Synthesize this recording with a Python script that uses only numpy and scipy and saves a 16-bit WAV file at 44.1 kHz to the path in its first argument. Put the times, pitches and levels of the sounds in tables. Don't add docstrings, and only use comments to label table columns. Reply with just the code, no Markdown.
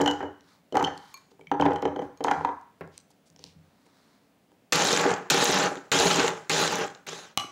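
import sys
import numpy as np
from scipy import signal
from scipy.fft import rfft, irfft, next_fast_len
from scipy.io import wavfile
from scipy.ndimage import uniform_filter1d

SR = 44100
rng = np.random.default_rng(int(sys.argv[2]) if len(sys.argv) > 2 else 0)


def voltage_ratio(level):
    return 10 ** (np.asarray(level, float) / 20)


def wav_out(sig):
    wavfile.write(sys.argv[1], SR, np.round(np.clip(np.atleast_2d(sig).T, -1, 1) * 32767).astype(np.int16))


N = 331191

# [t/s, wall level/dB, hollow level/dB, slap level/dB, nearest wall tone f/Hz]
DROPS = [(.001, -20, -15, -44, 880), (.012, -17, -14, -34, 810), (.06, -17, -21, -28, 800),
         (.077, -13, -20, -25, 820), (.111, -27, -28, -29, 915), (.205, -24, -29, -58, 840),
         (.228, -24, -24, -50, 810), (.7245, -40, -26, -43, 850), (.744, -26, -19, -47, 810),
         (.7535, -13.5, -18, -32, 810), (.769, -11, -23, -27, 815), (.797, -30, -24, -37, 815),
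         (.809, -18, -26, -55, 830), (.826, -18, -20, -31, 890), (.874, -21, -27, -46, 810),
         (1.515, -12, -19, -39, 850), (1.598, -15, -15, -41, 840), (1.622, -10, -16, -41, 880),
         (1.654, -15, -13, -38, 880), (1.661, -11, -40, -45, 815), (1.707, -23, -20, -48, 815),
         (1.718, -21, -27, -60, 810), (1.733, -31, -27, -43, 815), (1.759, -23, -32, -41, 815),
         (1.826, -20, -20, -55, 815), (1.853, -16, -14, -43, 825), (1.961, -27, -24, -55, 810),
         (1.991, -27, -21, -51, 810), (2.02, -29, -27, -52, 825), (2.206, -28, -24, -52, 820),
         (2.246, -14, -22, -45, 915), (2.27, -22, -26, -60, 900), (2.282, -12, -22, -46, 875),
         (2.312, -9, -23, -29, 815), (2.409, -25, -30, -60, 890), (2.448, -11, -26, -40, 900),
         (2.489, -24, -32, -62, 920)]
# [t/s, peak level/dB]
SLAPS = [(.015, -25), (.192, -52), (.84, -36), (.8465, -30), (1.611, -34), (1.8223, -37), (2.2403, -25),
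         (2.419, -56)]
# [t/s, peak level/dB]
BLADE_HITS = [(.008, -28), (.06, -21), (.076, -16.5), (.111, -32), (.724, -40), (.769, -28), (.797, -36),
              (.841, -26), (.8455, -18), (1.515, -40), (1.611, -27), (1.718, -40), (1.76, -37),
              (1.823, -40), (1.853, -35), (1.961, -40), (1.992, -41), (2.02, -50), (2.208, -45),
              (2.282, -33), (2.313, -42), (2.448, -40)]
# [t/s, peak level/dB]
BUMPS = [(.002, -45), (.826, -36), (1.394, -57), (1.47, -51), (1.598, -31), (1.652, -32), (2.37, -36),
         (3.301, -55), (3.39, -55), (3.44, -52), (3.468, -48.5), (3.558, -47.5), (3.584, -51.5),
         (3.637, -61)]
# [centre t/s, length/s, level/dB]
RUSTLE = [(.02, .3, -56), (.51, .14, -63), (1.08, .3, -59), (2.37, .2, -60), (3.7, .5, -76),
          (4.05, .4, -68)]
# [t/s, peak level/dB, centre f/Hz, thud level/dB]
CLICKS = [(0.4083, -46, 3560, -7), (0.4421, -55, 3300, -5), (.977, -34, 3800, -8), (1.316, -60, 4500, 14),
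          (1.394, -60, 4000, 19), (1.412, -54, 5000, 8), (2.0514, -50.5, 4180, 5), (2.1745, -47, 4270, -10),
          (2.613, -52, 4600, -15), (2.8757, -50, 5200, 5), (2.9786, -27, 4600, -30),
          (3.1048, -52.5, 7060, -0.5), (3.2581, -58.5, 6100, -8.5), (3.301, -47.5, 5220, -20),
          (3.3298, -63, 5580, -18), (3.3621, -40, 3600, -12), (3.3927, -41, 3600, -5.5),
          (3.4401, -27, 4000, -17), (3.4794, -60, 4000, -5), (3.8647, -54, 3600, 4), (4.5176, -56, 3430, 7)]
# [t/s, peak level/dB]
DISH_TICKS = [(1.1418, -33.5), (1.174, -46), (2.1733, -54)]
# [t/s, peak level/dB]
RIM_TICKS = [(1.411, -46), (1.4706, -37)]
# [t/s, length/s, level/dB, centre f/Hz]
SCUFFS = [(2.907, 0.11, -64.5, 4300), (3.1, 0.024, -64, 6000), (3.255, .04, -66, 6000),
          (3.37, 0.18, -61.5, 4320), (3.854, .02, -68.5, 6000), (1.305, .02, -65, 4690)]

WALL = [(815, 0, .05), (880, -1, .03), (925, -2, .035), (985, -4, .025), (1150, -8, .02), (1390, -10, .025),
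        (1510, -12, .025), (1600, -14, .015), (1900, -17, .015), (2150, -19, .015)]
# [f/Hz, level/dB, t60/s]
AIR = [(291, -2.5, 0.15), (388.5, -2, 0.11), (454.2, -1.5, 0.1), (493, -0.5, 0.082), (596, -2, 0.05)]
# [f/Hz, level/dB, t60/s]
TABLE = [(90.5, 1.5, 0.34), (160.4, 12, 0.21)]
# [f/Hz, level/dB, t60/s]
BLADE = [(2970, -13, .2), (3020, 0, .035), (3090, -8, .03), (4110, -20, .05)]
# [f/Hz, level/dB, t60/s]
HUB = [(3100, -3, .02), (4300, -4, .018), (5190, -3, .018), (6030, 0, .022), (6780, -3, .018),
       (7400, -8, .014), (8700, -12, .012)]
# [f/Hz, level/dB, t60/s]
DISH = [(1090, 8, 0.069), (2370, 2.5, .07), (4300, 5, .09), (6500, 7, .05), (6770, -24, 0.94),
        (10000, -15, .04), (12000, -15.5, 0.067)]
# [f/Hz, level/dB, t60/s]
RIM = [(2280, 0, .03), (3100, -3, .018), (5900, -20, .012)]
# [f/Hz, level/dB, t60/s]
CHURN = [(155, -9, .09), (288, -5, .12), (385, -1, .07), (455, 1, .07), (605, -1, .06), (815, 1, .06)]
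# [f/Hz, level/dB, t60/s]
EMPTY_CUP = [(805, -9, .035), (1147, -4, .022), (2600, -6, .01), (2945, -17, .3), (3040, -20, .06),
             (3100, 0, .01), (4000, 1.5, .008), (5000, -8, .006), (5650, -5, .006), (6100, -3, .006),
             (7700, -12, .008), (10300, -9, .003)]

# [on t/s, held/s, whine level/dB]
SWITCH = [(4.7232, .2, -6), (5.3005, .19, -2), (5.9172, .175, 1), (6.4955, .155, 1), (7.0655, .17, 3)]
# [pieces at rest t/s, level/dB, share of first bite (below 0: a softened start), drag on the
SETTLE = [(.395, -26.5, 1, 2.2), (.36, -26, 1, 1.2), (.36, -26.5, .8, .95), (.34, -26, -.2, 1.05),
          (.3, -28, -.4, .6)]
# [f/Hz at full speed, level/dB under cutting, unevenness/rad, speed exponent]
GEARS = [(2750, -7, .2, 1), (4050, -2.5, .18, 0), (6700, -5, .15, 0), (10400, -14, .26, 4),
         (15000, -30, .24, 6)]
# [t/s, peak level/dB, centre f/Hz]
CHUNKS = [(4.7232, -8, 3350), (4.7311, -9, 3520), (4.7546, -11, 3310), (4.8209, -16, 2990),
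          (4.8708, -11, 4800), (4.9087, -15, 3030), (4.9287, -9, 4130), (4.9631, -12, 4230),
          (4.9733, -10, 2000), (4.9982, -17, 2420), (5.1382, -22, 3040), (5.3014, -9, 3550),
          (5.3064, -10, 3300), (5.3438, -14, 3360), (5.4171, -17, 4050), (5.4545, -10, 3910),
          (5.106, -22, 3080), (5.7718, -30, 2400), (6.2613, -19, 2680), (6.842, -28, 2400),
          (5.9165, -12, 3420), (5.9888, -12, 3990), (6.0202, -14, 4030), (6.1439, -14, 2890),
          (6.1953, -11, 3270), (6.2796, -11, 2400), (6.4956, -13, 5780), (6.5154, -12, 3000),
          (6.5789, -15, 3740), (6.6373, -13, 3890), (6.6762, -12, 3030), (6.8803, -30, 2670),
          (6.9491, -34, 3060), (7.0868, -23, 2770)]
# [t/s, peak level/dB, centre f/Hz]
LID_TICKS = [(4.7546, -15, 6050), (4.7915, -21, 6530), (4.8214, -20, 6320), (4.8514, -30, 6970),
             (4.8514, -15, 6030), (4.9731, -16, 6900), (5.013, -19, 6810), (5.0264, -25, 6980),
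             (5.1063, -29, 6820), (5.1392, -25, 6980), (5.3093, -17, 7260), (5.3642, -22, 5910),
             (5.455, -15, 6090), (5.5184, -18, 5890), (5.5248, -16, 6010), (5.5563, -22, 5500),
             (5.5877, -21, 6390), (5.9249, -16, 7100), (5.9628, -19, 6960), (6.0746, -21, 6030),
             (6.1589, -18, 6340), (6.2637, -26, 6900), (6.2796, -24, 7190), (6.5444, -19, 6690),
             (6.7431, -25, 6200), (6.7545, -21, 6200), (6.8144, -34, 5990), (6.8423, -33, 6990),
             (6.8763, -37, 7080), (6.9491, -40, 7000), (7.0928, -28, 6910)]
# [t/s, peak level/dB]
THUMPS = [(5.053, -11), (5.074, -14), (5.344, -16), (5.494, -15), (5.584, -14), (5.654, -16), (5.714, -21),
          (5.768, -27), (5.868, -42), (5.949, -16), (6.029, -17), (6.183, -15), (6.243, -16), (6.789, -20),
          (6.843, -23)]
# [t/s, peak level/dB]
SPLINTERS = [(4.7313, -20), (4.7592, -21), (4.8056, -33), (4.845, -26), (4.8784, -29), (4.9288, -25),
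             (4.9637, -33), (5.0131, -30), (6.29, -36), (6.79, -36), (6.867, -44), (5.1797, -47),
             (5.304, -18), (5.3434, -24), (5.3893, -34), (5.4441, -18), (5.515, -28), (5.5444, -27),
             (5.5878, -27), (5.6367, -30), (5.9206, -25), (6.0064, -32), (6.0627, -29), (6.1136, -30),
             (6.1585, -30), (6.4962, -30), (6.5985, -28), (6.6165, -28), (6.7222, -32), (6.7557, -30),
             (7.0689, -33)]

TUMBLE = [(29, -65), (50, -98), (92, -22), (165, 0), (253, -7), (448, 1.5), (664, -5.5), (808, 0),
          (906, -3), (1600, -6), (2200, -13), (3250, -23), (5500, -120)]
# [f/Hz, level/dB per Hz]
CUTTING = [(940, -9), (1600, 0.5), (2260, -6.5), (2410, 0.5), (2580, 0.5), (3570, 5), (3970, 5.5),
           (4830, 0.5), (6190, 1), (7090, -4), (8000, -75), (10400, -54), (17600, -120)]
# [f/Hz, level/dB per Hz]
SPRAY = [(4350, -20), (7400, 5.5), (8080, -4.5), (10200, -10.5), (15200, -28), (16200, -29)]
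# [f/Hz, level/dB per Hz]
CLOTH = [(530, -27.5), (900, 1), (2130, -7), (2600, -16), (3030, -14), (4010, -5.5), (15000, -29)]
# [f/Hz, level/dB per Hz]
KITCHEN = [(15, -20), (30, -24), (65, -15), (149, -9), (181, -3), (250, -8), (279, -2.5), (319, -12.5),
           (645, -13.5), (739, -14.5), (1050, -22.5), (2430, -25), (5050, -31.5), (14100, -38.5),
           (16200, -30)]
# [f/Hz, t60/s, level/dB]
WALLS = [(100, 0.56, -2.5), (400, 0.22, -1), (1520, 0.51, -0.5), (3060, 0.54, -12), (6000, 0.44, -6.5),
         (12000, 0.3, -12.5)]
# [delay t/s, level/dB]
ECHOES = [(.0105, -16), (.0225, -17), (.025, -15), (.033, -21)]

CUSHION_DB_PER_S = 1.7
BLADE_DAMPING_PER_S, BLADE_RISE_PER_S = .5, .014
FAVOUR_DB, FAVOUR_HZ = 7, 45
# (level/dB, first bite/dB, bite/s, coasting loss/dB per s, loss at rest/dB, fall after rest/dB per s)
TUMBLING = (-.3, -6, .015, -6, 6, 130)
BITING = (-3, 7, .015, 27, 11, 125)
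SPRAYING = (-10.5, 11, .015, 28, 8, 105)
JERK_DB, JERK_S, SLAM_DB = -3.5, .018, 11


def unit(x):
    return x / np.sqrt(np.mean(x ** 2) + 1e-20)


def along(points, hz):
    f, v = np.transpose(points)
    return np.interp(np.log(hz + 1), np.log(f + 1), v)


def coloured(x, spectrum):
    m = next_fast_len(N + 8192)
    gain = voltage_ratio(along(spectrum, np.fft.rfftfreq(m, 1 / SR)))
    return unit(irfft(rfft(x, m) * gain, m)[:N])


def gravel(rate_hz, spread_db, share):
    struck = rng.random(N) < rate_hz / SR
    hits = struck * rng.standard_normal(N) * voltage_ratio(spread_db * rng.exponential(size=N))
    share = np.clip(share, 0, 1)
    return np.sqrt(share) * unit(hits) + np.sqrt(1 - share) * rng.standard_normal(N)


def ring(modes, attack_s, scatter_db=3, detune=0.0055):
    hz, db, t60_s = np.transpose(modes)[:, :, None]
    t = np.arange(int(min(.5, t60_s.max()) * SR)) / SR
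    chance = rng.standard_normal((len(modes), 2))
    decay = voltage_ratio(db + scatter_db * chance[:, :1] - 60 * t / t60_s)
    tones = np.sin(2 * np.pi * hz * (1 + detune * chance[:, 1:]) * t)
    wave = (decay * tones).sum(0) * (1 - np.exp(-t / attack_s))
    return np.pad(wave, (0, SR // 2 - len(t))) / np.abs(wave).max()


def crack(hz, t60_s, width=0.91):
    t = np.arange(SR // 12) / SR
    edges_hz = np.clip([hz * np.exp(-width), hz * np.exp(width)], 50, 20000)
    band = signal.butter(3, edges_hz, "band", fs=SR, output="sos")
    snap = signal.sosfilt(band, rng.standard_normal(len(t)) * voltage_ratio(-60 * t / t60_s))
    return np.pad(snap, (0, SR // 2 - len(t))) / np.abs(snap).max()


def add(track, s, sound):
    part = track[round(s * SR):][:len(sound)]
    part += sound[:len(part)]


def hub_rattle():
    return ring(HUB, .0008, scatter_db=4, detune=.015)


def slap():
    return crack(4900, .018, width=.42) + 0.24 * crack(13000, .005, width=.22) + 0.45 * hub_rattle()


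def slices():
    out = np.zeros(N)
    for s, wall_db, air_db, slap_db, near_hz in DROPS:
        dead_db = CUSHION_DB_PER_S * s
        modes = []
        for hz, db, t60_s in WALL:
            favour_db = FAVOUR_DB * np.exp(-((hz - near_hz) / FAVOUR_HZ) ** 2)
            modes.append((hz, db - dead_db * (hz > 1100) + favour_db, t60_s))
        wall = ring(modes, 0.0019, detune=0.008)
        wall += voltage_ratio(-6.5 - dead_db) * crack(1300, .05, width=.4)
        wall += voltage_ratio(-21) * crack(2500, .025, width=.35)
        hollow = ring(AIR, 0.0018) + voltage_ratio(-18 - dead_db) * ring(TABLE, .004)
        add(out, s, voltage_ratio(wall_db) * wall + voltage_ratio(air_db) * hollow + voltage_ratio(slap_db) * slap())
    for s, db in SLAPS:
        add(out, s, voltage_ratio(db) * slap())
    return out


def table_bumps():
    out = np.zeros(N)
    for s, db in BUMPS:
        add(out, s, voltage_ratio(db) * ring(TABLE, 0.0048))
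    return out


def blade_hits():
    out = np.zeros(N)
    for s, db in BLADE_HITS:
        rise, damping = 1 + BLADE_RISE_PER_S * s, 1 + BLADE_DAMPING_PER_S * s
        steel = [(hz * rise, level_db, t60_s / damping) for hz, level_db, t60_s in BLADE]
        add(out, s, voltage_ratio(db) * (ring(steel, 0.00074) + 0.39 * hub_rattle()))
    return out


def cloth_rustle():
    t = np.arange(N) / SR
    swell = sum(voltage_ratio(db) * np.exp(-(2 * (t - s) / length_s) ** 2) for s, length_s, db in RUSTLE)
    return swell * coloured(gravel(1500, 2.5, .3), CLOTH)


def finger_clicks():
    out = np.zeros(N)
    for s, db, hz, thud_db in CLICKS:
        click = crack(hz, 0.005, width=0.55) + 0.15 * crack(13000, .003)
        add(out, s, voltage_ratio(db) * (click + voltage_ratio(thud_db) * ring(AIR + WALL, .001)))
    return out


def dish_ticks():
    out = np.zeros(N)
    for s, db in DISH_TICKS:
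        add(out, s, voltage_ratio(db) * (ring(DISH, .0003) + .8 * crack(7000, 0.005)))
    for s, db in RIM_TICKS:
        add(out, s, voltage_ratio(db) * ring(RIM, 0.00019))
    return out


def scuffs():
    out = np.zeros(N)
    grit = gravel(2500, 1.7, .4)
    for s, length_s, db, hz in SCUFFS:
        piece = grit[round(s * SR):round((s + length_s) * SR)]
        edges_hz = np.clip([hz / 1.8, hz * 1.38], 50, 20000)
        band = signal.butter(2, edges_hz, "band", fs=SR, output="sos")
        add(out, s, voltage_ratio(db) * unit(signal.sosfilt(band, piece)) * np.sqrt(np.hanning(len(piece))))
    return out


def lid_landing():
    out = np.zeros(N)
    lid = crack(500, .07, width=.6) + .45 * crack(1400, .07, width=.5)
    lid += .35 * ring(TABLE + AIR, .002) + .12 * crack(5000, .01, width=1.1)
    add(out, 2.809, voltage_ratio(-29) * lid)
    return out


def whine(t, held_s):
    speed = (1 - .5 * np.exp(-t / .042)) * np.exp(-np.clip(t - held_s, 0, 1) / .18)
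    turns = np.cumsum(speed) / SR
    slip = np.cumsum(rng.standard_normal((len(GEARS), len(t))), axis=1)
    out = np.zeros(len(t))
    for (hz, db, rough, power), jitter in zip(GEARS, slip):
        out += voltage_ratio(db) * speed ** power * np.sin(2 * np.pi * hz * turns + rough * jitter)
    return out


def load(t, held_s, rest_s, bite, drag, layer):
    db, bite_db, bite_s, coast_db_per_s, drop_db, fall_db_per_s = layer
    first_db = bite * bite_db if bite_db > 0 else bite_db
    still_s = np.clip(t - rest_s, 0, 1)
    level_db = db + first_db * np.exp(-t / bite_s)
    level_db -= drag * coast_db_per_s * np.clip(t - held_s, 0, rest_s - held_s)
    level_db -= drop_db * (1 - np.exp(-still_s / .035)) + fall_db_per_s * still_s
    return voltage_ratio(level_db)


def patchy(x):
    z = signal.stft(x, nperseg=256)[2]
    field = uniform_filter1d(rng.standard_normal(z.shape), size=6, axis=0)
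    field = uniform_filter1d(field, size=6, axis=1)
    return unit(signal.istft(z * voltage_ratio(3 * unit(field)), nperseg=256)[1][:N])


def chopper_fade():
    return np.interp(np.arange(N) / SR, (6.4, 7.36), [1, 0]) ** 1.3


def pulses():
    blows = gravel(2000, 2.4, .55)
    lumps = voltage_ratio(2.3 * unit(uniform_filter1d(rng.standard_normal(N), 400)))
    cup = np.diff(ring(CHURN, .002, scatter_db=0))
    churn = unit(signal.fftconvolve(blows, cup)[:N])
    rolling = coloured(blows + 0.48 * rng.standard_normal(N), TUMBLE)
    tumble = unit(lumps * (rolling + voltage_ratio(-8.5) * churn))
    cutting = patchy(lumps * coloured(blows + 0.49 * rng.standard_normal(N), CUTTING))
    spray = patchy(coloured(blows + .5 * gravel(600, 3.5, 0.4), SPRAY))
    fade = chopper_fade()
    out = np.zeros(N)
    for (start_s, held_s, whine_db), (rest_s, db, first, drag) in zip(SWITCH, SETTLE):
        start = round(start_s * SR)
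        t = np.arange(min(N - start, SR * 3 // 5)) / SR
        now = slice(start, start + len(t))
        bite = cutting[now] + voltage_ratio(whine_db) * whine(t, held_s)
        layers = [(tumble[now], TUMBLING), (bite, BITING), (spray[now], SPRAYING)]
        mix = sum(sound * load(t, held_s, rest_s, first, drag, layer) for sound, layer in layers)
        out[now] += voltage_ratio(db) * fade[now] * mix
    return out


def motor_kicks():
    out = np.zeros(N)
    fade = chopper_fade()
    for (start_s, *_), (_, db, *_) in zip(SWITCH, SETTLE):
        gain = voltage_ratio(db) * fade[round(start_s * SR)]
        add(out, start_s + JERK_S, gain * voltage_ratio(JERK_DB) * ring(TABLE[1:], .006))
        add(out, start_s + .003, gain * voltage_ratio(SLAM_DB) * crack(1700, .03, width=.4))
    return out


def flung_pieces():
    out = np.zeros(N)
    for s, db, hz in CHUNKS:
        lid = .35 * crack(6700, .014, width=.11)
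        thud = voltage_ratio(-12) * ring(AIR + WALL, 0.0013)
        add(out, s, voltage_ratio(db - 3.5) * (crack(hz, 0.012, width=0.4) + lid + thud))
    for s, db, hz in LID_TICKS:
        add(out, s, voltage_ratio(db - 2) * crack(hz, .014, width=.08))
    for s, db in THUMPS:
        add(out, s, voltage_ratio(db - 3) * ring(CHURN[1:] + WALL[4:7], .002, scatter_db=4))
    for s, db in SPLINTERS:
        add(out, s, voltage_ratio(db) * crack(11000, .005, width=.35))
    return out


def spatula():
    out = np.zeros(N)
    blow = ring(EMPTY_CUP, .00015, scatter_db=1.5)
    blow += .4 * crack(4000, .008, width=.7) + .2 * crack(2600, .03, width=.5)
    blow += .25 * crack(12500, .003, width=.3) + voltage_ratio(-19) * crack(130, 0.008, width=1.36)
    add(out, 7.3746, voltage_ratio(-7) * blow)
    add(out, 7.444, voltage_ratio(-35) * crack(190, 0.027, width=0.63))
    return out


def room(x, wet_db):
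    out = x.copy()
    dull = signal.lfilter(*signal.butter(2, 7000, fs=SR), x)
    for s, db in ECHOES:
        add(out, s, voltage_ratio(db) * dull)
    step, walls = SR // 4, np.array(WALLS)
    for start in range(0, N, step):
        hz, t, z = signal.stft(rng.standard_normal(SR // 2), SR, nperseg=256)
        t60_s = along(walls[:, :2], hz)[:, None]
        db = along(walls[:, ::2], hz)[:, None]
        decay = voltage_ratio(db - 60 * t / t60_s) / np.sqrt(t60_s) * np.clip(t / 0.022, 0, 1)
        tail = signal.istft(z * decay, SR, nperseg=256)[1]
        answer = signal.fftconvolve(x[start:start + step], tail / np.sqrt(SR / 20))
        add(out, start / SR + .003, voltage_ratio(wet_db) * answer)
    return out


def scene():
    hum = voltage_ratio(-64) * coloured(rng.standard_normal(N), KITCHEN)
    cup = room(slices() + blade_hits() + lid_landing() + spatula(), -3)
    hands = room(table_bumps() + cloth_rustle() + finger_clicks() + dish_ticks() + scuffs(), -9)
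    chopper = room(pulses() + motor_kicks() + flung_pieces(), -9.5)
    return (cup + hands + chopper + hum)[None]


def roll_off(x):
    return signal.sosfilt(signal.butter(12, 16970, fs=SR, output="sos"), x)


def record(dry):
    held = dry / (1 + np.abs(dry / .32) ** 4) ** (1 / 4)
    held = signal.lfilter(*signal.butter(2, 65, "high", fs=SR), held)
    held = irfft(rfft(held) * (np.fft.rfftfreq(N, 1 / SR) < 15750), N)
    return roll_off(held)


dry = scene()
out = record(dry)
wav_out(out)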